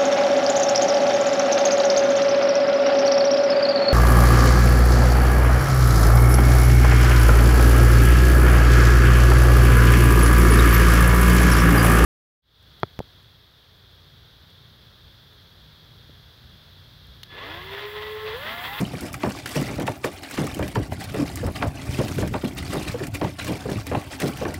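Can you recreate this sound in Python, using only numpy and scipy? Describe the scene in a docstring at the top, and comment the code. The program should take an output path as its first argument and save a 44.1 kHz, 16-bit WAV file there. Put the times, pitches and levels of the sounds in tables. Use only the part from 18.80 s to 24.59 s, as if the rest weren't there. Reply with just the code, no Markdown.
"""An iron spout gushes into a trough, close to the microphone, as a hand pump is worked outdoors.
Each stroke swells the jet, a fizz of droplets over hiss, and throws a heavy slug: a burst of ringing bubbles
with glugging pockets of air. Between strokes smaller slugs fall, cavities plop open, and the jet breaks and
lands again. Stray drops slap as short spatters, the pool churns low, and the pump squeals thinly."""
import sys
import numpy as np
from scipy import signal
from scipy.fft import rfft, irfft
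from scipy.io import wavfile
from scipy.ndimage import uniform_filter1d

SR = 44100
rng = np.random.default_rng(int(sys.argv[2]) if len(sys.argv) > 2 else 0)


def to_wav(s):
    """Save 16-bit WAV."""
    ch = np.atleast_2d(s).T  # columns
    pcm = np.round(np.clip(ch, -1, 1) * 32767)  # PCM
    wavfile.write(sys.argv[1], SR, pcm.astype(np.int16))


N = 255339
TIME = np.arange(N) / SR

# pump strokes, at the moment their main slug lands: start_s, spray_db, spray_ebb_s, splash_length_s,
# splash_db, bubble_pitch_hz, air_pocket_db, deep_glug_db
PUMP_STROKES = [(0.0, -48, 0.45, 0.032, -24, 315, -32, -21.5),
                (0.749, -39.5, 0.15, 0.069, -25.5, 448, -29, -24),
                (1.574, -45, .16, 0.08, -26.5, 406, -21.5, -20.5),
                (2.381, -50.5, 0.43, 0.06, -28, 365, -19.5, -27),
                (3.178, -42.5, 0.16, 0.054, -25, 440, -38, -20),
                (3.929, -43.5, 0.23, .06, -26, 500, -53, -54),
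                (4.679, -47, 0.6, 0.063, -26.5, 390, -24, -62),
                (5.412, -42.5, 0.09, 0.072, -25, 444, -28, -24)]
# tone of a dull smack of water: frequency_hz, gain_db
SMACK_SPECTRUM = [(300, -2.5), (1100, -7), (1800, 2), (3000, -4), (7000, -20)]


def gain_of(db):
    """Decibels to amplitude."""
    return 10 ** (np.asarray(db) / 20)


def evened(x):
    """Scales to rms 1."""
    return x / np.sqrt(np.mean(x ** 2) + 1e-20)


def add(mix, s, sound):
    """Lays a sound into the mix at time s."""
    start = max(round(s * SR), 0)
    part = mix[start:][:len(sound)]
    part += sound[:len(part)]


def follow(curve):
    """A curve of (time, value) points at every sample."""
    return np.interp(TIME, *np.transpose(curve))


def coloured(x, spectrum):
    """Filters a sound through a smooth gain curve, then scales it to rms 1."""
    hz, db = np.transpose(spectrum)
    bins_hz = np.fft.rfftfreq(len(x), 1 / SR)
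    shape_db = np.interp(np.log(bins_hz + 1), np.log(hz), db)
    return evened(irfft(rfft(x) * gain_of(shape_db), len(x)))


def wander(hz):
    """Slow chance of rms 1 that changes about hz times a second."""
    knots = np.random.default_rng(rng.integers(1 << 30)).standard_normal(8192)
    return evened(np.interp(TIME * hz, np.arange(len(knots)), knots))


def scattered(x, t60):
    """Hard surfaces scatter a sound into a short, sparse tail of about the same energy."""
    t = np.arange(0, t60, 1 / SR)
    present = rng.random(SR)[:len(t)] < 3000 / SR  # about 3000 echoes a second
    taps = rng.standard_normal(SR)[:len(t)] * present * gain_of(-60 * t / t60)
    return signal.oaconvolve(x, taps / np.linalg.norm(taps))[:N]


def bubble(t, hz, cycles, glide):
    """A bubble rings for a few cycles, its pitch sliding as it nears the surface."""
    turns = hz * np.maximum(t, 0)
    age = turns / cycles
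    phase = 2 * np.pi * turns * (1 + glide * np.minimum(age, 6) / 2)
    return np.sin(phase) * np.exp(-age) * (1 - np.exp(-turns / 0.1))


def swarm(low_hz, high_hz, per_s, cycles, spread_db, glide, count, patchy_db=0):
    """Bubbles of many drifting sizes born at random; a few are much louder, and each size has its own echoes."""
    out = np.zeros(N)
    for hz in np.geomspace(low_hz, high_hz, count):
        loudness_db = spread_db * np.minimum(rng.exponential(1, 4000), 3.5)
        sizes = gain_of(loudness_db) * rng.choice([-1, 1], 4000)
        places = rng.integers(0, N, len(sizes))
        born = int(per_s * N / SR / count)
        births = np.bincount(places[:born], sizes[:born], N)
        ring = bubble(np.arange(0, 6 * cycles / hz, 1 / SR), hz, cycles, glide)
        direct = signal.oaconvolve(births, ring)[:N]
        stream = direct + .8 * scattered(direct, t60=0.026)
        if hz < 10500:
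            # reading at an uneven speed makes the pitch drift
            drift = np.cumsum(1 + .07 * wander(14))
            stream = np.interp(drift % N, np.arange(N), stream)
        out += np.sqrt(hz) * evened(stream * gain_of(patchy_db * wander(50)))
    return evened(out)


def trough(flow_db):
    """The jet stirs the pool: a deep, lumpy churn and a gurgle of middling bubbles."""
    # tone of the deep churn: frequency_hz, gain_db
    churn_spectrum = [(20, -48), (35, -15), (55, -4), (80, -1.5), (125, 0), (200, -7), (450, -18),
                      (1000, -34), (3000, -75)]
    # tone of the middling bubbles: frequency_hz, gain_db
    gurgle_spectrum = [(120, -25), (270, 10), (500, -8.5), (780, 4), (1100, -18), (2200, -49), (6000, -53)]
    # churn in the pool, before its lumps: time_s, level_db
    churn_level = [(0, -38), (.6, -45), (.95, -37), (1.42, -53), (1.8, -34.5), (2.35, -35), (2.75, -32.5),
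                   (2.96, -37), (3.1, -34), (3.5, -29), (3.72, -35), (4.2, -32.5), (4.55, -40),
                   (4.85, -38.5), (5.0, -35.5), (5.33, -44), (5.55, -37.5), (5.79, -38)]
    gurgle_db, gurgle_follows = -27, 0.34  # the gurgle follows only this share of the jet's dB

    lumps_db = 3 * wander(32)
    deep = swarm(45, 420, per_s=260, cycles=1.1, spread_db=1.8, glide=0, count=10)
    churn = coloured(deep, churn_spectrum) * gain_of(follow(churn_level) + lumps_db)
    middling = swarm(240.3, 1504, per_s=420, cycles=4.3, spread_db=1.5, glide=0.019, count=20)
    gurgle = coloured(middling, gurgle_spectrum) * gain_of(gurgle_db + gurgle_follows * flow_db)
    return churn + gurgle


def squeal():
    """A thin wavering whistle from the pump, each squeal swelling and fading in a half-sine arch."""
    # squeals of the pump: start_s, length_s, peak_db
    squeals = [(.435, 0.065, -56), (.77, .07, -51), (3.21, 0.098, -55), (5.11, .07, -63),
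               (5.413, 0.12, -49)]
    level = np.zeros(N)
    for s, length, db in squeals:
        level += gain_of(db) * np.sin(np.pi * np.clip((TIME - s) / length, 0, 1))
    pitch = 14870 + 110 * wander(600)
    return level * np.sin(2 * np.pi * np.cumsum(pitch) / SR)


def spatter(low_hz, high_hz, fade_s, count):
    """A tight cluster of droplets, each with its own pitch, thinning and fading."""
    t = np.arange(0, .05, 1 / SR)
    pitch = np.geomspace(low_hz, high_hz, count) * np.exp(.1 * rng.standard_normal(count))
    born = 3 * fade_s * ((rng.permutation(count) + rng.random(count)) / count) ** 1.5
    sizes = np.sqrt(pitch) * np.exp(-.7 * born / fade_s) * rng.choice([-1, 1], count)
    rings = bubble(t - born[:, None], pitch[:, None], 1.5, glide=0)
    return sizes * np.sqrt(pitch) @ rings


def burst(spectrum, fade_s, count):
    """A spatter with a given tone, as strong as a unit noise with that fade, so louder the longer it lasts."""
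    sound = coloured(spatter(spectrum[0][0], spectrum[-1][0], fade_s, count), spectrum)
    onset = 1 - np.exp(-TIME[:len(sound)] / .0005)
    return sound * onset * np.sqrt(fade_s * SR / 2 / len(sound))


def slap(db, smack_db):
    """A drop bursts in a sharp spatter, with a duller smack under it."""
    # tone of the sharp spatter: frequency_hz, gain_db
    slap_spectrum = [(200, -25), (1200, -7), (2500, -28), (5000, 2.5), (9000, 3), (16000, -1)]
    sharp = burst(slap_spectrum, fade_s=0.0041, count=140)
    smack = gain_of(smack_db) * burst(SMACK_SPECTRUM, fade_s=.0062, count=40)
    return gain_of(db - 6.8) * (sharp + smack)


def add_stray_drops(water):
    """Stray drops slap on iron and stone, each bursting on impact."""
    # drops: start_s, nominal level_db, smack_db (relative to the sharp spatter)
    stray_drops = [(.009, -26, -13), (0.208, -25, -10), (0.263, -29.5, -3), (0.329, -25, -17),
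                   (0.341, -23.5, 3), (0.6584, -22.5, 4), (.673, -26, -2), (.691, -26, -5), (.998, -28, 4),
                   (1.068, -28.5, 7), (1.4326, -30.5, 4.5), (1.51, -25.5, 1), (1.642, -30, -5),
                   (1.668, -24, 0), (1.745, -25, -18), (1.79, -29, 0), (1.8255, -34, 14),
                   (1.879, -25.5, -0.5), (2.132, -30.5, -2), (2.24, -27, -10), (2.344, -32.5, 8.5),
                   (2.362, -32, -9), (2.556, -21.5, -14), (2.572, -27.5, 1.5), (2.665, -26.5, -0.5),
                   (2.874, -32, -7), (3.282, -26, 0), (3.383, -28, 4.5), (3.475, -28, 0), (3.785, -29.5, 0),
                   (3.825, -32, 3), (3.997, -29, -5), (4.236, -29, 6), (4.2683, -25, -3), (4.348, -27.5, 0),
                   (4.444, -35.5, 11.5), (4.645, -24.5, -1), (4.916, -29, 2), (5.067, -24, -1),
                   (5.401, -20, -1), (5.419, -21.5, 5), (5.572, -27.5, -4), (5.7413, -24, -5)]
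    for s, db, smack_db in stray_drops:
        add(water, s, slap(db, smack_db))


def plink(db, hz):
    """A small bubble rings up and away, its pitch climbing as it nears the surface."""
    age = np.arange(0, 8, 1 / (SR * PLINK_SWELL_S))
    pitch = hz * (1 + 0.023 * (age - 1))  # share climbed per swell time
    level = gain_of(db) * (age * np.exp(1 - age)) ** 3.3
    return level * np.sin(2 * np.pi * (np.cumsum(pitch) / SR + rng.random()))


PLINK_SWELL_S = 0.0025


def glug(db, hz, swell):
    """A big pocket of air swells into ringing and sinks in pitch as it widens."""
    age = np.arange(0, 8, 1 / (SR * swell))
    pitch = hz * (0.874 + 0.16 * np.exp(-age / 2.37))
    level = gain_of(db) * age ** 2.85 * np.exp(2.97 * (1 - age))
    return level * np.sin(2 * np.pi * (np.cumsum(pitch) / SR + rng.random()))


def ringing_bubbles():
    """Single bubbles that stand out of the water; the larger a gulp is, the slower it swells."""
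    # large air bubbles that ring out from the splashes: loudest_s, pitch_hz, peak_db
    gulps = [(.01, 245, -23), (.034, 205, -23), (.147, 151, -34), (0.44, 300, -18), (0.476, 230, -18.5),
             (.488, 129, -22.5), (.764, 370, -18.5), (0.775, 630, -20), (0.821, 250, -18), (.994, 482, -18),
             (1.083, 890, -15), (1.248, 477, -16.5), (1.587, 370, -17.5), (1.624, 450, -20),
             (1.962, 916, -18), (1.975, 216, -24), (2.003, 315, -21.5), (2.124, 780, -24.5),
             (2.429, 262, -16), (2.83, 670, -19), (2.841, 320, -22.5), (3.19, 350, -19.5),
             (3.213, 543, -17), (3.545, 854, -18), (3.641, 546, -25.5), (3.656, 252, -20), (3.97, 324, -22),
             (4.705, 330, -27), (4.424, 328, -22), (4.449, 900, -18), (5.154, 900, -18),
             (5.459, 460, -16.5), (5.471, 269, -24), (5.634, 470, -18.5), (5.666, 400, -24)]
    # small bubbles that plink above the spray: loudest_s, pitch_hz, peak_db
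    plinks = [(.053, 3010, -28.5), (.154, 2310, -31.5), (.343, 1240, -26), (0.551, 1150, -31.5),
              (0.661, 1680, -30), (.761, 2530, -25.5), (1.676, 1190, -27), (1.747, 2980, -34),
              (1.834, 2380, -32), (2.574, 1960, -28), (3.147, 2540, -27), (3.384, 1460, -31),
              (3.427, 1750, -28.5), (3.661, 4070, -35), (3.788, 3710, -29), (3.83, 2010, -30.5),
              (4.205, 1710, -31.5), (4.6, 1600, -25.5), (4.895, 1712, -31), (5.152, 2540, -26),
              (5.657, 1660, -25.5), (5.745, 2000, -28.5)]
    out = np.zeros(N)
    for s, hz, db in gulps:
        swell = 0.00496 * np.sqrt(400 / hz)  # seconds; 0.00496 at 400 Hz
        add(out, s - swell, glug(db, hz, swell))
    for s, hz, db in plinks:
        add(out, s - PLINK_SWELL_S, plink(db, hz))
    return out


def splash(length, db, hz, count=64):
    """A slug of water drags down a burst of bubbles; larger ones dominate late, and a few straggle."""
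    pitch = np.geomspace(140, 3200, count)
    octaves = np.log2(pitch / hz)
    # golden-ratio steps spread the sizes evenly over the splash
    order = (np.arange(count) * (np.sqrt(5) - 1) / 2 + rng.random() + .15 * rng.random(count)) % 1
    straggle = order ** 6
    born = length * (order + 0.5 * straggle) + .4 / pitch
    colour_db = -np.where(octaves > 0, 5.6, -4.8) * octaves
    chance_db = 2.56 * rng.standard_normal(count)
    size_db = colour_db + chance_db - 3 * order - 6 * straggle - 2.85 * order * octaves
    t = np.arange(0, 1.6 * length + .06, 1 / SR)
    cycles = 3.2 * (pitch[:, None] / 500) ** .3  # small bubbles ring for more cycles
    rings = bubble(t - born[:, None], pitch[:, None], cycles, glide=-0.041)
    bubbles = (gain_of(size_db) * rng.choice([-1, 1], count)) @ rings
    return gain_of(db) * bubbles / np.sqrt(np.sum(bubbles ** 2) / (SR * (length + 0.0068)))


def frothy(length, db, hz, count=5):
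    """A heavy splash whips up a longer froth of smaller bubbles in its wake and a few late plinks."""
    froth_delay_s, froth_hz, froth_db, froth_lasts = .009, 880, -16, 1.2  # dB over the splash, times its length
    after_db, after_s = -19.5, 0.094  # late plinks: peak dB over the splash, how long they keep coming
    out = np.zeros(SR // 2)
    add(out, 0, splash(length, db, hz))
    add(out, froth_delay_s, splash(froth_lasts * length, db + froth_db, froth_hz))
    for late, size in rng.random((count, 2)):
        add(out, length + late * after_s, plink(db + after_db - 6 * late, 750 * 2.82 ** size))
    return out


def plop(db, hz, halving, count=24):
    """An air cavity tears open in a ragged run of ever larger bubbles; its rim spits droplets."""
    tear_s = 0.00911  # how long a cavity takes to tear open
    t = np.arange(0, .06, 1 / SR)
    born = tear_s * ((np.arange(count) + rng.random(count)) / count) ** 1.6
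    pitch = hz / (1 + born / halving) * np.exp(.25 * rng.standard_normal(count))
    rings = bubble(t - born[:, None], pitch[:, None], 2.8, glide=-.02)
    sizes = np.exp(-born / 0.035) * rng.choice([-1, 1], count)
    run = .24 * evened(sizes @ rings)
    add(run, 0, gain_of(-3.5) * burst(SMACK_SPECTRUM, fade_s=0.0036, count=56))
    return gain_of(db) * run * (1 - np.exp(-t / .0013))


def plunges():
    """Every slug splashes and traps air; every cavity plops, fills with a splash and glugs."""
    # smaller slugs between the strokes: start_s, splash_length_s, splash_db, bubble_pitch_hz,
    # air_pocket_peak_db, air_pocket_swell_s
    small_slugs = [(0.133, 0.021, -29, 187, -42, 0.0078), (0.219, 0.046, -33.5, 373, -32.5, 0.01),
                   (0.873, 0.084, -35, 497, -37, 0.01), (0.98, 0.062, -26.5, 437, -35, 0.018),
                   (1.793, 0.062, -27.5, 470, -18, 0.0039), (2.34, .042, -28.5, 440, -24.5, 0.017),
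                   (2.629, 0.036, -30.5, 494, -21, 0.0082), (2.671, 0.032, -30, 593, -49, 0.015),
                   (2.811, 0.022, -30, 614, -42, 0.008), (1.764, .02, -35, 322, -24, 0.0053),
                   (4.96, .012, -35, 266, -37, 0.011), (5.675, .04, -37, 417, -38, .007),
                   (3.256, 0.095, -36.5, 298, -33, 0.0076), (3.385, 0.063, -31.5, 437, -17.5, 0.0043),
                   (3.632, 0.037, -27.5, 347, -23, 0.0098), (4.059, 0.057, -48, 340, -29, 0.009),
                   (4.14, 0.012, -31.5, 496, -19, 0.0096), (4.202, 0.038, -30, 370, -28, 0.013),
                   (4.854, 0.017, -31, 459, -18.5, 0.0059), (4.886, 0.052, -29, 446, -21, 0.0032),
                   (5.113, 0.035, -24.5, 566, -37, 0.0015), (5.612, 0.028, -27.5, 488, -21, 0.0063)]
    # cavities bursting open and filling in: start_s, plop_db, starting_pitch_hz, pitch_halving_s,
    # splash_length_s, splash_db, splash_pitch_hz, deep_glug_db
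    cavities = [(0.432, -19, 2650, 0.0019, 0.053, -25.5, 654, -24),
                (1.077, -17.5, 3150, 0.0023, 0.028, -29.5, 760, -23.5),
                (1.241, -19.5, 2840, 0.0048, 0.03, -27, 543, -47),
                (1.576, -21.5, 1490, 0.0017, 0.017, -32, 450, -37),
                (1.955, -18.5, 2360, 0.0025, 0.034, -25.5, 516, -17),
                (2.12, -27, 1014, 0.0043, 0.027, -64, 725, -47),
                (2.823, -18, 3030, 0.0041, 0.036, -26.5, 714, -28),
                (3.422, -31, 1880, 0.0048, 0.022, -28, 540, -30),
                (3.538, -21, 1900, 0.0021, .028, -26, 720, -27),
                (4.413, -18.5, 1470, 0.0021, 0.051, -25.5, 550, -18.5),
                (5.148, -20, 2000, 0.0016, 0.031, -27.5, 620, -20),
                (5.651, -22.5, 1850, 0.0015, 0.062, -31.5, 520, -33)]
    slug_rise_s = .007  # a heavy slug sinks in gradually
    # smaller pocket of a stroke: pitch ratio to the splash, share of the splash gone by, swell
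    pocket_pitch, pocket_at, pocket_swell_s = 0.83, 0.1288, 0.014
    deep_hz, deep_swell = 151, 0.41  # deep glug of a stroke: swells for this share of the splash
    fill_delay_s = 0.002994  # a splash fills the cavity just after its plop
    # then the hollow below rings: pitch, swell, share of the splash gone by
    hollow_hz, hollow_swell_s, hollow_at = 118, .0105, .45

    out = np.zeros(N)
    slug_rise = 1 - np.exp(-TIME[:SR // 2] / slug_rise_s)
    for s, _, _, length, db, hz, pocket_db, deep_db in PUMP_STROKES:
        add(out, s, frothy(length, db, hz) * slug_rise)
        add(out, s + pocket_at * length, glug(pocket_db, pocket_pitch * hz, pocket_swell_s))
        add(out, s, glug(deep_db, deep_hz, deep_swell * length))
    for s, length, db, hz, pocket_db, swell in small_slugs:
        add(out, s, splash(length, db, hz))
        add(out, s, glug(pocket_db, hz, swell))
    for s, plop_db, plop_hz, halving, length, db, hz, deep_db in cavities:
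        add(out, s, plop(plop_db, plop_hz, halving))
        add(out, s + fill_delay_s, frothy(length, db, hz))
        add(out, s + hollow_at * length, glug(deep_db, hollow_hz, hollow_swell_s))
    return out


def jet_db():
    """Strength of the falling jet: a swell and ebb for each stroke, a dip and a surge for each break."""
    # the jet breaks, then the held-back water lands at once: landing_s, gap_before_s,
    # surge_db (before the edges are smoothed)
    breaks = [(0.33, 0.023, -6), (0.403, 0.027, 7), (.645, 0.042, -10), (1.061, 0.021, 6),
              (1.238, 0.073, 20), (1.428, 0.02, 12), (1.949, 0.014, 14), (2.11, 0.034, 4),
              (2.203, 0.0049, 19.5), (2.557, 0.029, 4), (2.752, 0.048, 20.5), (2.95, 0.032, 4),
              (3.533, 0.038, 4), (3.642, 0.0084, 19), (3.765, 0.03, 9), (3.922, 0.0031, 14.5),
              (4.07, 0.0049, 14.5), (4.341, 0.063, 18), (4.586, 0.07, 14), (5.066, 0.042, 4),
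              (5.303, 0.056, 1), (5.395, 0.042, 4)]
    swell_s, trickle_db = 0.087, -50.5  # rise before each slug; level the jet ebbs down to
    gap_db, gap_edge_s, surge_s = -8.5, 0.019, 0.02  # dip before smoothing, smoothing time, surge fade

    flow = np.full(N, gain_of(trickle_db))
    for s, db, ebb, *_ in PUMP_STROKES:
        flow += gain_of(db) * np.exp(-np.maximum((s - TIME) / swell_s, (TIME - s) / ebb))
    broken_db = np.zeros(N)
    for s, gap, surge_db in breaks:
        add(broken_db, s - gap, np.full(round(gap * SR), gap_db))
        add(broken_db, s, surge_db * np.exp(-TIME[:SR // 2] / surge_s))
    return 20 * np.log10(flow) + uniform_filter1d(broken_db, max(round(gap_edge_s * SR), 1))


def spray(flow_db):
    """Droplets patter over a fine hiss, each size in its own clumps, and leave small bubbles tinkling."""
    # tone of the fizzing jet: frequency_hz, gain_db
    spray_spectrum = [(600, 16.5), (1400, 6), (2200, 9), (3200, 1.5), (4700, 2), (6500, -0.5), (9000, -0.5),
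                      (12000, -5.5), (16000, -10)]
    # tone of the small bubbles: frequency_hz, gain_db
    tinkle_spectrum = [(600, -72), (1100, -2), (1700, -4), (2300, -3), (3400, -8), (5000, -10.5),
                       (10000, -3)]
    # tone of the stray droplets: frequency_hz, gain_db
    stray_spectrum = [(1000, 4), (2200, 3), (5000, -5.5), (16000, -1.5)]
    patchy_db = 2  # clumping of each droplet size on its own
    tinkle_db = 1  # small bubbles over the spray
    stray_db = -56.5  # droplets that keep falling while the jet is broken

    # slow and quick clumping of the whole spray
    clumps_db = 2.62 * wander(60) + 1.5 * wander(280)
    crackle = swarm(3420, 15500, per_s=2600, cycles=1.3, spread_db=5.8, glide=0, count=10, patchy_db=patchy_db)
    droplets = swarm(2500, 14000, per_s=3800, cycles=3.6, spread_db=4.1, glide=.01, count=24, patchy_db=patchy_db)
    hiss = gain_of(-4.5) * rng.standard_normal(N)
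    fizz = gain_of(2) * crackle + droplets + hiss
    small = swarm(1000, 5200, per_s=1300, cycles=5.5, spread_db=4.1, glide=.025, count=30, patchy_db=patchy_db)
    strays = swarm(1500, 14000, per_s=800, cycles=3, spread_db=4, glide=.02, count=12, patchy_db=patchy_db)
    tinkle_level_db = flow_db + tinkle_db + .5 * clumps_db + 1.3 * wander(35)
    jet = coloured(fizz, spray_spectrum) * gain_of(flow_db + clumps_db)
    tinkle = coloured(small, tinkle_spectrum) * gain_of(tinkle_level_db)
    return jet + tinkle + gain_of(stray_db) * coloured(strays, stray_spectrum)


def scene():
    """All the water and the pump, close to the microphone, with a little echo off the paving."""
    flow_db = jet_db()
    water = spray(flow_db) + trough(flow_db) + plunges() + ringing_bubbles() + squeal()
    add_stray_drops(water)
    echo = gain_of(-13.0) * scattered(water, t60=0.11)
    return (water + echo)[None]


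def record(dry):
    """The microphone drops the lowest bass and rounds off the loudest peaks; then the treble is cut off."""
    low_cut = signal.butter(2, 28, "highpass", fs=SR, output="sos")
    dry = signal.sosfilt(low_cut, dry)
    ceiling = gain_of(-11.5)
    rounded = dry / (1 + (dry / ceiling) ** 6) ** (1 / 6)
    band_limit = signal.firwin(511, 16050, window=("kaiser", 9), fs=SR)  # low-pass edge in Hz
    return signal.oaconvolve(rounded, band_limit[None], "same")


dry = scene()
out = record(dry)
to_wav(out)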